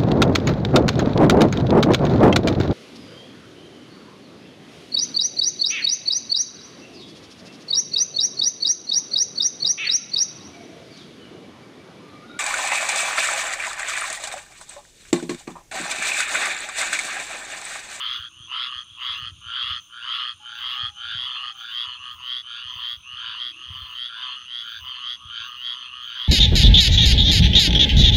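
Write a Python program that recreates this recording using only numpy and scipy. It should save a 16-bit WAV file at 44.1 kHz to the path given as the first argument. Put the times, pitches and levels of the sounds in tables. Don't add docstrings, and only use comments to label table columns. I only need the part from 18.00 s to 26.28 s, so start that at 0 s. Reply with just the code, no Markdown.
import sys
import numpy as np
from scipy import signal
from scipy.fft import rfft, irfft
from scipy.io import wavfile

SR = 44100
rng = np.random.default_rng(int(sys.argv[2]) if len(sys.argv) > 2 else 0)


def wrap_up_sound(samples):
    columns = np.atleast_2d(samples).T
    tamed = np.clip(columns, -1, 1)
    steps = np.round(tamed * 32767).astype(np.int16)
    wavfile.write(sys.argv[1], SR, steps)


N = 365148
T = np.arange(N) / SR


def frog_call(row, body, pulse_hz, upper_width_hz, lower_hz, lower_width_hz, rasp_db, glide, growth,
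              grit, opening, tighten, strain=0, slowing=.04, jitter=.0087, shimmer_db=-.76):
    _, length, upper_hz, upper_db, lower_db = row
    most_pulses, size = 40, 768
    f, t = bins(size), np.arange(size) / SR
    time_luck, level_luck, pitch_luck = rng.standard_normal((3, most_pulses))
    noise = rng.standard_normal((most_pulses, size))
    air_spent = np.minimum(np.arange(most_pulses) / pulse_hz / length, 1)
    times = (np.cumsum(1 + slowing * air_spent ** 2 + jitter * time_luck) - 1) / pulse_hz
    count = int(np.sum(times < length))
    age = np.clip(times[:count, None] / length, 0, 1)
    effort = np.interp(age, [0, .04, growth, .79, 1], [.053, .14, .97, .78, .14])
    effort *= undb(shimmer_db * level_luck[:count, None])
    filling = (1 - glide * (1 - age) ** 2) * (1 + .018 * pitch_luck[:count, None])
    upper = resonance(f, upper_hz * filling, upper_width_hz, 604)
    lower = resonance(f, lower_hz * filling * (1 + .015 * rng.standard_normal()), lower_width_hz, 480)
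    tension = 1.004 - tighten * (1 - age) ** 2 + .0048 * rng.standard_normal()
    rasp = sum((-1) ** k * undb(db) * resonance(f, hz * tension, width, 1.93 * width)
               for k, (hz, width, db) in enumerate(body))
    strain_db = strain * (upper_db + 34)
    rasp_gain = undb(upper_db + rasp_db + strain_db) * age ** (opening * f / 4000)
    click_s = .003
    click = np.exp(-2j * np.pi * f * click_s)
    burst = noise[:count] * np.exp(-((t - click_s) / .0018) ** 2)
    rough = rfft(burst / np.linalg.norm(burst, axis=1, keepdims=True))
    spectrum = 0
    for shape, gain, share in [(upper, undb(upper_db), .49 * grit),
                               (lower, undb(lower_db), 1.14 * grit),
                               (rasp, rasp_gain, grit)]:
        shape = shape / np.sqrt(np.mean(np.abs(shape) ** 2, axis=-1, keepdims=True))
        spectrum = spectrum + gain * shape * (click + share * rough) / np.hypot(1, share)
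    out = np.zeros(int(length * SR) + size)
    for when, pulse in zip(times, irfft(spectrum * effort)):
        add(out, when - click_s, pulse)
    return out * np.sqrt(SR / pulse_hz)


def frog(calls, body, pulse_hz, gain_db, **voice):
    out = np.zeros(N)
    for row in calls:
        add(out, row[0], frog_call(row, body, pulse_hz * (1 + .009 * rng.standard_normal()), **voice))
    return out * undb(gain_db)


# start in seconds, length in seconds, upper sac resonance in Hz,
# relative levels of the upper and the lower sac resonance in dB.
NEAR_FROG_CALLS = [(-0.018, 0.22, 3390, -33.5, -44.5), (0.475, 0.22, 3370, -31, -43),
                   (0.968, 0.19, 3394, -31, -43.5), (1.48, 0.25, 3363, -31, -45.5),
                   (2.001, 0.19, 3310, -31, -43.5), (2.544, 0.21, 3340, -31.5, -45),
                   (3.068, 0.22, 3366, -30.5, -54), (3.674, 0.19, 3370, -29, -45.5),
                   (4.19, 0.23, 3354, -30, -48.5), (4.747, 0.22, 3313, -31.5, -49.5),
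                   (5.312, 0.21, 3310, -31.5, -50), (5.896, 0.2, 3356, -32, -67),
                   (6.44, 0.21, 3374, -32.5, -58), (6.975, 0.19, 3360, -31, -56),
                   (7.55, 0.21, 3347, -30.5, -53.5), (8.1, 0.21, 3420, -31, -56)]
# centre in Hz, width in Hz, relative level in dB.
NEAR_FROG_BODY = [(1395, 270, -4.5), (1922, 307, -1), (2906, 276, 3), (3804, 280, 0), (4630, 430, -1.5),
                  (10980, 380, -24)]


def near_frog():
    return frog(NEAR_FROG_CALLS, NEAR_FROG_BODY, pulse_hz=123.6, gain_db=-.5,
                upper_width_hz=168, lower_hz=1235, lower_width_hz=135,
                rasp_db=-7, glide=.19, growth=.55, grit=.3, opening=.7, tighten=.0069)


# start and length in seconds, upper resonance in Hz, upper and lower gain in dB.
HIGH_FROG_CALLS = [(0.07, 0.22, 3420, -47, -44.5), (1.407, 0.24, 3390, -37.5, -38.5),
                   (1.89, 0.2, 3420, -42, -41), (2.398, 0.24, 3400, -40.5, -42),
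                   (2.95, 0.24, 3444, -34, -37.5), (3.525, 0.23, 3500, -38, -41.5),
                   (4.42, 0.22, 3430, -36.5, -42), (5.14, 0.22, 3380, -34.5, -41),
                   (6.03, 0.24, 3530, -39, -42.5), (6.59, 0.22, 3430, -36, -41.5),
                   (7.265, 0.22, 3370, -35, -41), (7.99, 0.23, 3350, -37.5, -44.5)]
# centre in Hz, width in Hz, relative level in dB.
HIGH_FROG_BODY = [(1600, 244, 2), (2610, 1100, -4), (3733, 300, 7.5), (4450, 490, -1)]


def high_frog():
    return frog(HIGH_FROG_CALLS, HIGH_FROG_BODY, pulse_hz=117.4, gain_db=-.97,
                upper_width_hz=233, lower_hz=1474, lower_width_hz=175,
                rasp_db=-3.5, glide=.14, growth=.42, grit=.43, opening=.83, tighten=.036)


# start and length in seconds, upper resonance in Hz, upper and lower gain in dB.
MIDDLE_FROG_CALLS = [(0.079, 0.21, 3220, -38, -51), (0.296, 0.19, 3260, -47, -64.5),
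                     (0.604, 0.23, 3190, -34.5, -42.5), (0.787, 0.21, 3350, -51.5, -75),
                     (1.11, 0.2, 3140, -33.5, -43), (1.603, 0.2, 3216, -31.5, -40.5),
                     (2.115, 0.22, 3204, -31.5, -38.5), (2.682, 0.22, 3265, -31, -39),
                     (3.335, 0.19, 3176, -32.5, -41), (3.943, 0.21, 3167, -37, -45),
                     (4.545, 0.2, 3204, -36.5, -51), (5.025, 0.21, 3137, -38, -49.5),
                     (5.512, 0.23, 3150, -39, -53.5), (6.246, 0.22, 3100, -39, -48.5),
                     (6.923, 0.21, 3180, -41, -47), (7.15, 0.17, 3280, -47.5, -50),
                     (7.389, 0.2, 3115, -37.5, -44.5), (7.826, 0.26, 3160, -38, -49)]
# centre in Hz, width in Hz, relative level in dB.
MIDDLE_FROG_BODY = [(1812, 250, 1.5), (2537, 66, 0.5), (3220, 680, -4), (4350, 730, -4)]


def middle_frog():
    return frog(MIDDLE_FROG_CALLS, MIDDLE_FROG_BODY, pulse_hz=125.16, gain_db=.4,
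                upper_width_hz=183, lower_hz=1297, lower_width_hz=110,
                rasp_db=-10, glide=.19, growth=.55, grit=.46, opening=.97, tighten=.067, strain=.63)


# start and length in seconds, upper resonance in Hz, upper and lower gain in dB.
DEEP_FROG_CALLS = [(-0.097, 0.21, 3210, -31.5, -36.5), (0.467, 0.16, 2986, -36, -40.5),
                   (0.958, 0.23, 3150, -43, -40), (1.494, 0.15, 3310, -33.5, -48.5),
                   (2.01, 0.27, 3090, -35, -46), (2.562, 0.23, 3060, -38, -44.5),
                   (3.181, 0.23, 3184, -31.5, -40), (3.775, 0.2, 3070, -35, -42),
                   (4.11, 0.22, 3080, -44.5, -46), (4.659, 0.23, 3220, -35.5, -43.5),
                   (5.165, 0.28, 3090, -37.5, -43.5), (5.65, 0.24, 3164, -37.5, -46),
                   (5.8, 0.18, 3030, -41, -45.5), (6.141, 0.23, 3146, -33, -40.5),
                   (6.785, 0.235, 3143, -34.5, -43), (7.666, 0.23, 3170, -37.5, -43.5),
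                   (8.134, 0.19, 3080, -39, -43.5)]
# centre in Hz, width in Hz, relative level in dB.
DEEP_FROG_BODY = [(1730, 300, -0.27), (2557, 49, -0.78), (2930, 770, 0.91), (4210, 530, -0.66)]


def deep_frog():
    return frog(DEEP_FROG_CALLS, DEEP_FROG_BODY, pulse_hz=127.46, gain_db=-2.03,
                upper_width_hz=300, lower_hz=1148, lower_width_hz=123,
                rasp_db=-6, glide=.076, growth=.4, grit=.63, opening=1.14, tighten=-.24)


# start and length in seconds, upper resonance in Hz, upper and lower gain in dB.
HOARSE_FROG_CALLS = [(-.02, 0.2, 3380, -33, -44), (.49, 0.2, 3360, -33.5, -40.5),
                     (.98, 0.21, 3295, -33.5, -46), (1.51, 0.27, 3430, -37.5, -45.5),
                     (2.02, 0.23, 3420, -35.5, -39.5), (2.57, 0.24, 3300, -36.5, -49)]
# centre in Hz, width in Hz, relative level in dB.
HOARSE_FROG_BODY = [(1604, 180, -3.5), (2150, 830, -3.5), (3690, 500, 4.5), (4980, 390, -7.5)]


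def hoarse_frog():
    return frog(HOARSE_FROG_CALLS, HOARSE_FROG_BODY, pulse_hz=131, gain_db=-1.6,
                upper_width_hz=300, lower_hz=1380, lower_width_hz=200,
                rasp_db=-1, glide=.17, growth=.19, grit=.66, opening=.73, tighten=.088)


# pitch in Hz, gain in dB.
RINGING_TONES = [(3550, -11), (3770, -7.5), (4400, -9.5), (5080, 1)]


def after_ring(x, width_hz=24):
    f = bins(N)
    rings = sum(undb(db) / (1 + 1j * (f * f - hz * hz) / (f * width_hz)) for hz, db in RINGING_TONES)
    return x + irfft(rfft(x) * rings, N)


def frog_pond():
    near, high, middle = near_frog(), high_frog(), middle_frog()
    furthest = deep_frog() + hoarse_frog()
    pond = scatter(near, t60=.02, wet_db=-11) + scatter(middle, t60=.025, wet_db=-8)
    pond += scatter(high, t60=.025, wet_db=-7) + scatter(furthest, t60=.03, wet_db=-5)
    chorus = undb(-54 + 2 * walk(10)) * band(3080, 630)
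    chorus += undb(-65.5 + 2 * walk(1.5)) * band(1213, 380)
    pond = after_ring(scatter(pond, t60=.2, wet_db=-18)) + chorus
    pond = signal.sosfilt(signal.butter(8, 930, "high", fs=SR, output="sos"), pond)
    scoop_db = np.interp(bins(N), [5000, 5600, 7800, 10100], [2, 4, -25, 9])
    return irfft(rfft(pond) * undb(scoop_db), N)


def trill(gain, hz, width_hz, stroke_hz, depth):
    strokes = 1 + depth * np.sin(phase(stroke_hz * (1 + .028 * walk(1.7))))
    return unit(band(hz, width_hz) * strokes) * gain


# middle in seconds, level in dB.
NEAR_CHIRPS = [(.14, -56), (.46, -55), (.81, -57), (1.17, -57), (1.47, -62), (1.82, -54.5), (2.17, -79),
               (2.55, -58), (2.72, -66), (2.97, -57), (3.6, -57), (4.02, -64), (4.5, -72), (4.72, -57),
               (5.07, -59), (5.4, -77), (5.62, -68), (6.27, -62), (6.43, -57), (6.79, -58), (7.14, -58),
               (7.45, -54), (7.8, -60), (8.15, -58)]


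def crickets(chirp_s=.1, thin_period_s=.351, low_stops_s=4.15):
    chirps = swells([(middle, chirp_s, db) for middle, db in NEAR_CHIRPS])
    bed = undb(-64 + 1.9 * walk(18))
    thin = swells([(middle, chirp_s, -63.5) for middle in np.arange(.34, T[-1], thin_period_s)])
    stopping = undb(-69.5) * between(0, low_stops_s, .04)
    fading = undb(-65.5 - .77 * T)
    return (trill(np.hypot(chirps, bed), hz=6190, width_hz=270, stroke_hz=33, depth=.045)
            + trill(thin, hz=6523, width_hz=80, stroke_hz=55, depth=.1)
            + trill(stopping, hz=6770, width_hz=560, stroke_hz=61, depth=.1)
            + trill(fading, hz=9210, width_hz=450, stroke_hz=61, depth=.55))


# middle of the first in seconds, syllable length in seconds, level in dB.
SYLLABLE_PAIRS = [(.03, .1, -64), (1.046, 0.071, -66), (1.71, 0.07, -71), (2.603, .08, -62),
                  (3.605, .08, -64), (4.145, 0.065, -64), (4.778, .11, -63.5), (5.79, .12, -64),
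                  (6.702, 0.094, -61), (7.48, .07, -63), (8.07, .075, -64)]


def bush_cricket(spacing_s=.13, echo_s=.17, echo_db=-17.5):
    syllables = [(first + delay, length, db)
                 for first, length, db in SYLLABLE_PAIRS for delay in (0, spacing_s)]
    echoes = [(middle + length / 2, echo_s, db + echo_db) for middle, length, db in syllables]
    gain = swells(syllables) + swells(echoes) + undb(-93 + 2.5 * walk(4))
    return trill(gain, hz=15100, width_hz=1000, stroke_hz=110, depth=.4)


# middle in seconds, length in seconds, level in dB.
TICKING_BOUTS = [(2.7, 2.2, -82), (6.05, 1.2, -74), (7.9, 1.1, -77)]


def ticking_insect(hz=8740, ticks_per_s=11, sharpness=70):
    beat = phase(ticks_per_s * (1 + .03 * walk(3)))
    gate = np.exp(sharpness * (np.cos(beat) - 1))
    tone = np.sin(phase(hz * (1 + .0078 * walk(17))))
    return unit(gate * tone) * swells(TICKING_BOUTS)


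# middle in seconds, relative peak level in dB.
CLEAR_SQUEAKS = [(.77, -71), (1.395, -77), (2.159, -71), (3.253, -64), (3.47, -76), (4.6, -81), (5.17, -81),
                 (5.29, -68), (5.493, -70), (6.073, -74), (6.175, -65), (7.04, -77), (7.14, -74)]


def squeaks(top_hz=15800, fall_hz=1700, length_s=.06, spacing_s=.15, gain_db=-9):
    out, t = np.zeros(N), np.arange(int(length_s * SR)) / SR
    sweep = np.sin(phase(top_hz - fall_hz * t / length_s)) * np.hanning(len(t))
    faint = [((k + .25 * late) * spacing_s, -85 + 3 * loud)
             for k, (late, loud) in enumerate(rng.standard_normal((64, 2)))]
    for middle, db in CLEAR_SQUEAKS + faint:
        add(out, middle - length_s / 2, sweep * undb(db + gain_db))
    return scatter(out, t60=.07, wet_db=5)


# start in seconds, level in dB.
SURGES = [(2.411, -55.5), (2.77, -56.5)]


def whine(start_hz=849, sag_hz_per_s=50, stop_s=3.64, hold_db=-64.5, decay_s=.082):
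    first = SURGES[0][0]
    hz = start_hz - sag_hz_per_s * (T - first)
    angle = phase(hz * (1 + .0053 * walk(60)))
    tone = np.sin(angle) + undb(-11) * sum(np.sin(k * angle) / np.sqrt(k) for k in range(2, 7))
    roughness = 1 + undb(-9) * walk(90)
    gain = undb(hold_db) * between(first, stop_s, .016)
    for start, db in SURGES:
        gain += undb(db) * np.exp(-np.maximum(T - start, 0) / decay_s) * between(start, stop_s, .016)
    return unit(tone * roughness) * gain


# time in seconds, relative peak level in dB, pitch in Hz.
MIC_BUMPS = [(0.098, -47.5, 87), (0.196, -45, 81), (0.405, -44, 104), (0.762, -48, 72), (0.918, -49, 85),
             (1.1, -47, 81), (1.226, -37.5, 98), (1.323, -38.5, 90), (1.465, -45.5, 93), (1.643, -45.5, 90),
             (1.708, -39.5, 87), (2.345, -54.5, 90), (2.836, -38, 101), (3.047, -51, 85),
             (3.154, -38.5, 107), (3.878, -50, 90.5), (4.0, -54, 85), (4.15, -53, 79.6), (4.655, -47, 86),
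             (4.76, -44.5, 99.4), (4.973, -47, 72), (5.136, -49.5, 112), (5.286, -55, 89),
             (5.706, -36.5, 87), (5.759, -43, 107), (5.819, -40.5, 67.4), (6.818, -42, 77),
             (7.255, -40.5, 83), (7.404, -52, 89)]


def handling(decay_cycles=.47, bump_db=1, rub_s=.13, rub_db=-15):
    out, t = np.zeros(N), np.arange(SR // 10) / SR
    for start, db, hz in MIC_BUMPS:
        bump = np.sin(2 * np.pi * hz * t) * t * np.exp(-t * hz / decay_cycles)
        add(out, start - .004, bump / np.abs(bump).max() * undb(db + bump_db))
    rubbing = swells([(start + .018, rub_s, db + rub_db) for start, db, _ in MIC_BUMPS])
    rumble = undb(-69 + 4.5 * walk(9))
    out += band(79.6, 61) * np.hypot(rubbing, rumble)
    return signal.sosfilt(signal.butter(3, 45, "high", fs=SR, output="sos"), out)


# middle in seconds, length in seconds, level in dB.
LOW_SWELLS = [(.16, 0.069, -62.5), (0.525, 0.41, -70.5), (1.274, 0.28, -71.5), (5.567, .2, -66)]


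def drone(hz=320, width_hz=60, bed_db=-84.5):
    return band(hz, width_hz) * (undb(bed_db) + swells(LOW_SWELLS))


# frequency in Hz, relative level in dB.
AIR_COLOUR = [(30, -10), (80, -6), (150, 1.5), (240, -2.5), (315, -4.5), (420, -15.5), (700, -13),
              (2000, -50), (5500, -9), (7800, -21.5), (10300, -15), (13000, -26), (16000, -43.5)]


def night_air(level_db=-68):
    hz, shape_db = np.transpose(AIR_COLOUR)
    colour = undb(np.interp(np.log(bins(N)), np.log(hz), shape_db))
    return coloured_noise(colour) * undb(level_db + .79 * walk(5.1))


def scatter(x, t60, wet_db):
    t = np.arange(SR // 2) / SR
    tail = rng.standard_normal(len(t)) * np.exp(-np.log(1000) * t / t60) * (t > .001)
    return x + undb(wet_db) * signal.fftconvolve(x, tail / np.linalg.norm(tail))[:N]


def resonance(f, hz, width, skirt):
    detune = 1j * (f * f - hz * hz) / f
    return 1 / ((1 + detune / width) * (1 + detune / skirt) ** 2)


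def band(hz, width):
    return coloured_noise(resonance(bins(N), hz, width, 2 * width))


def coloured_noise(colour):
    return unit(irfft(rfft(rng.standard_normal(N)) * colour, N))


def swells(rows, rate=500):
    middle, length, db = np.transpose(rows)
    t = np.arange(0, T[-1] + 1, 1 / rate)
    gains = undb(db) * np.exp2(-np.minimum((2 * (t[:, None] - middle) / length) ** 2, 20))
    return np.interp(T, t, np.linalg.norm(gains, axis=1))


def between(start, stop, fade):
    return np.clip(1 + np.minimum(T - start, stop - T) / fade, 0, 1)


def walk(rate):
    knots = rng.standard_normal(1024)
    return np.interp(T * rate, np.arange(len(knots)), knots)


def add(out, start, x):
    i = int(start * SR)
    a, b = max(i, 0), min(i + len(x), len(out))
    if b > a:
        out[a:b] += x[a - i:b - i]


def phase(hz):
    return 2 * np.pi * np.cumsum(hz) / SR


def bins(size):
    return np.maximum(np.fft.rfftfreq(size, 1 / SR), 1)


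def undb(db):
    return 10 ** (np.asarray(db) / 20)


def unit(x):
    return x / np.sqrt(np.mean(x ** 2))


def scene():
    animals = frog_pond() + crickets() + bush_cricket() + ticking_insect() + squeaks()
    return (animals + whine() + drone() + handling() + night_air())[None]


def record(dry, top_hz=15850):
    return signal.sosfilt(signal.ellip(10, .2, 70, top_hz, fs=SR, output="sos"), dry)


dry = scene()
out = record(dry)
wrap_up_sound(out)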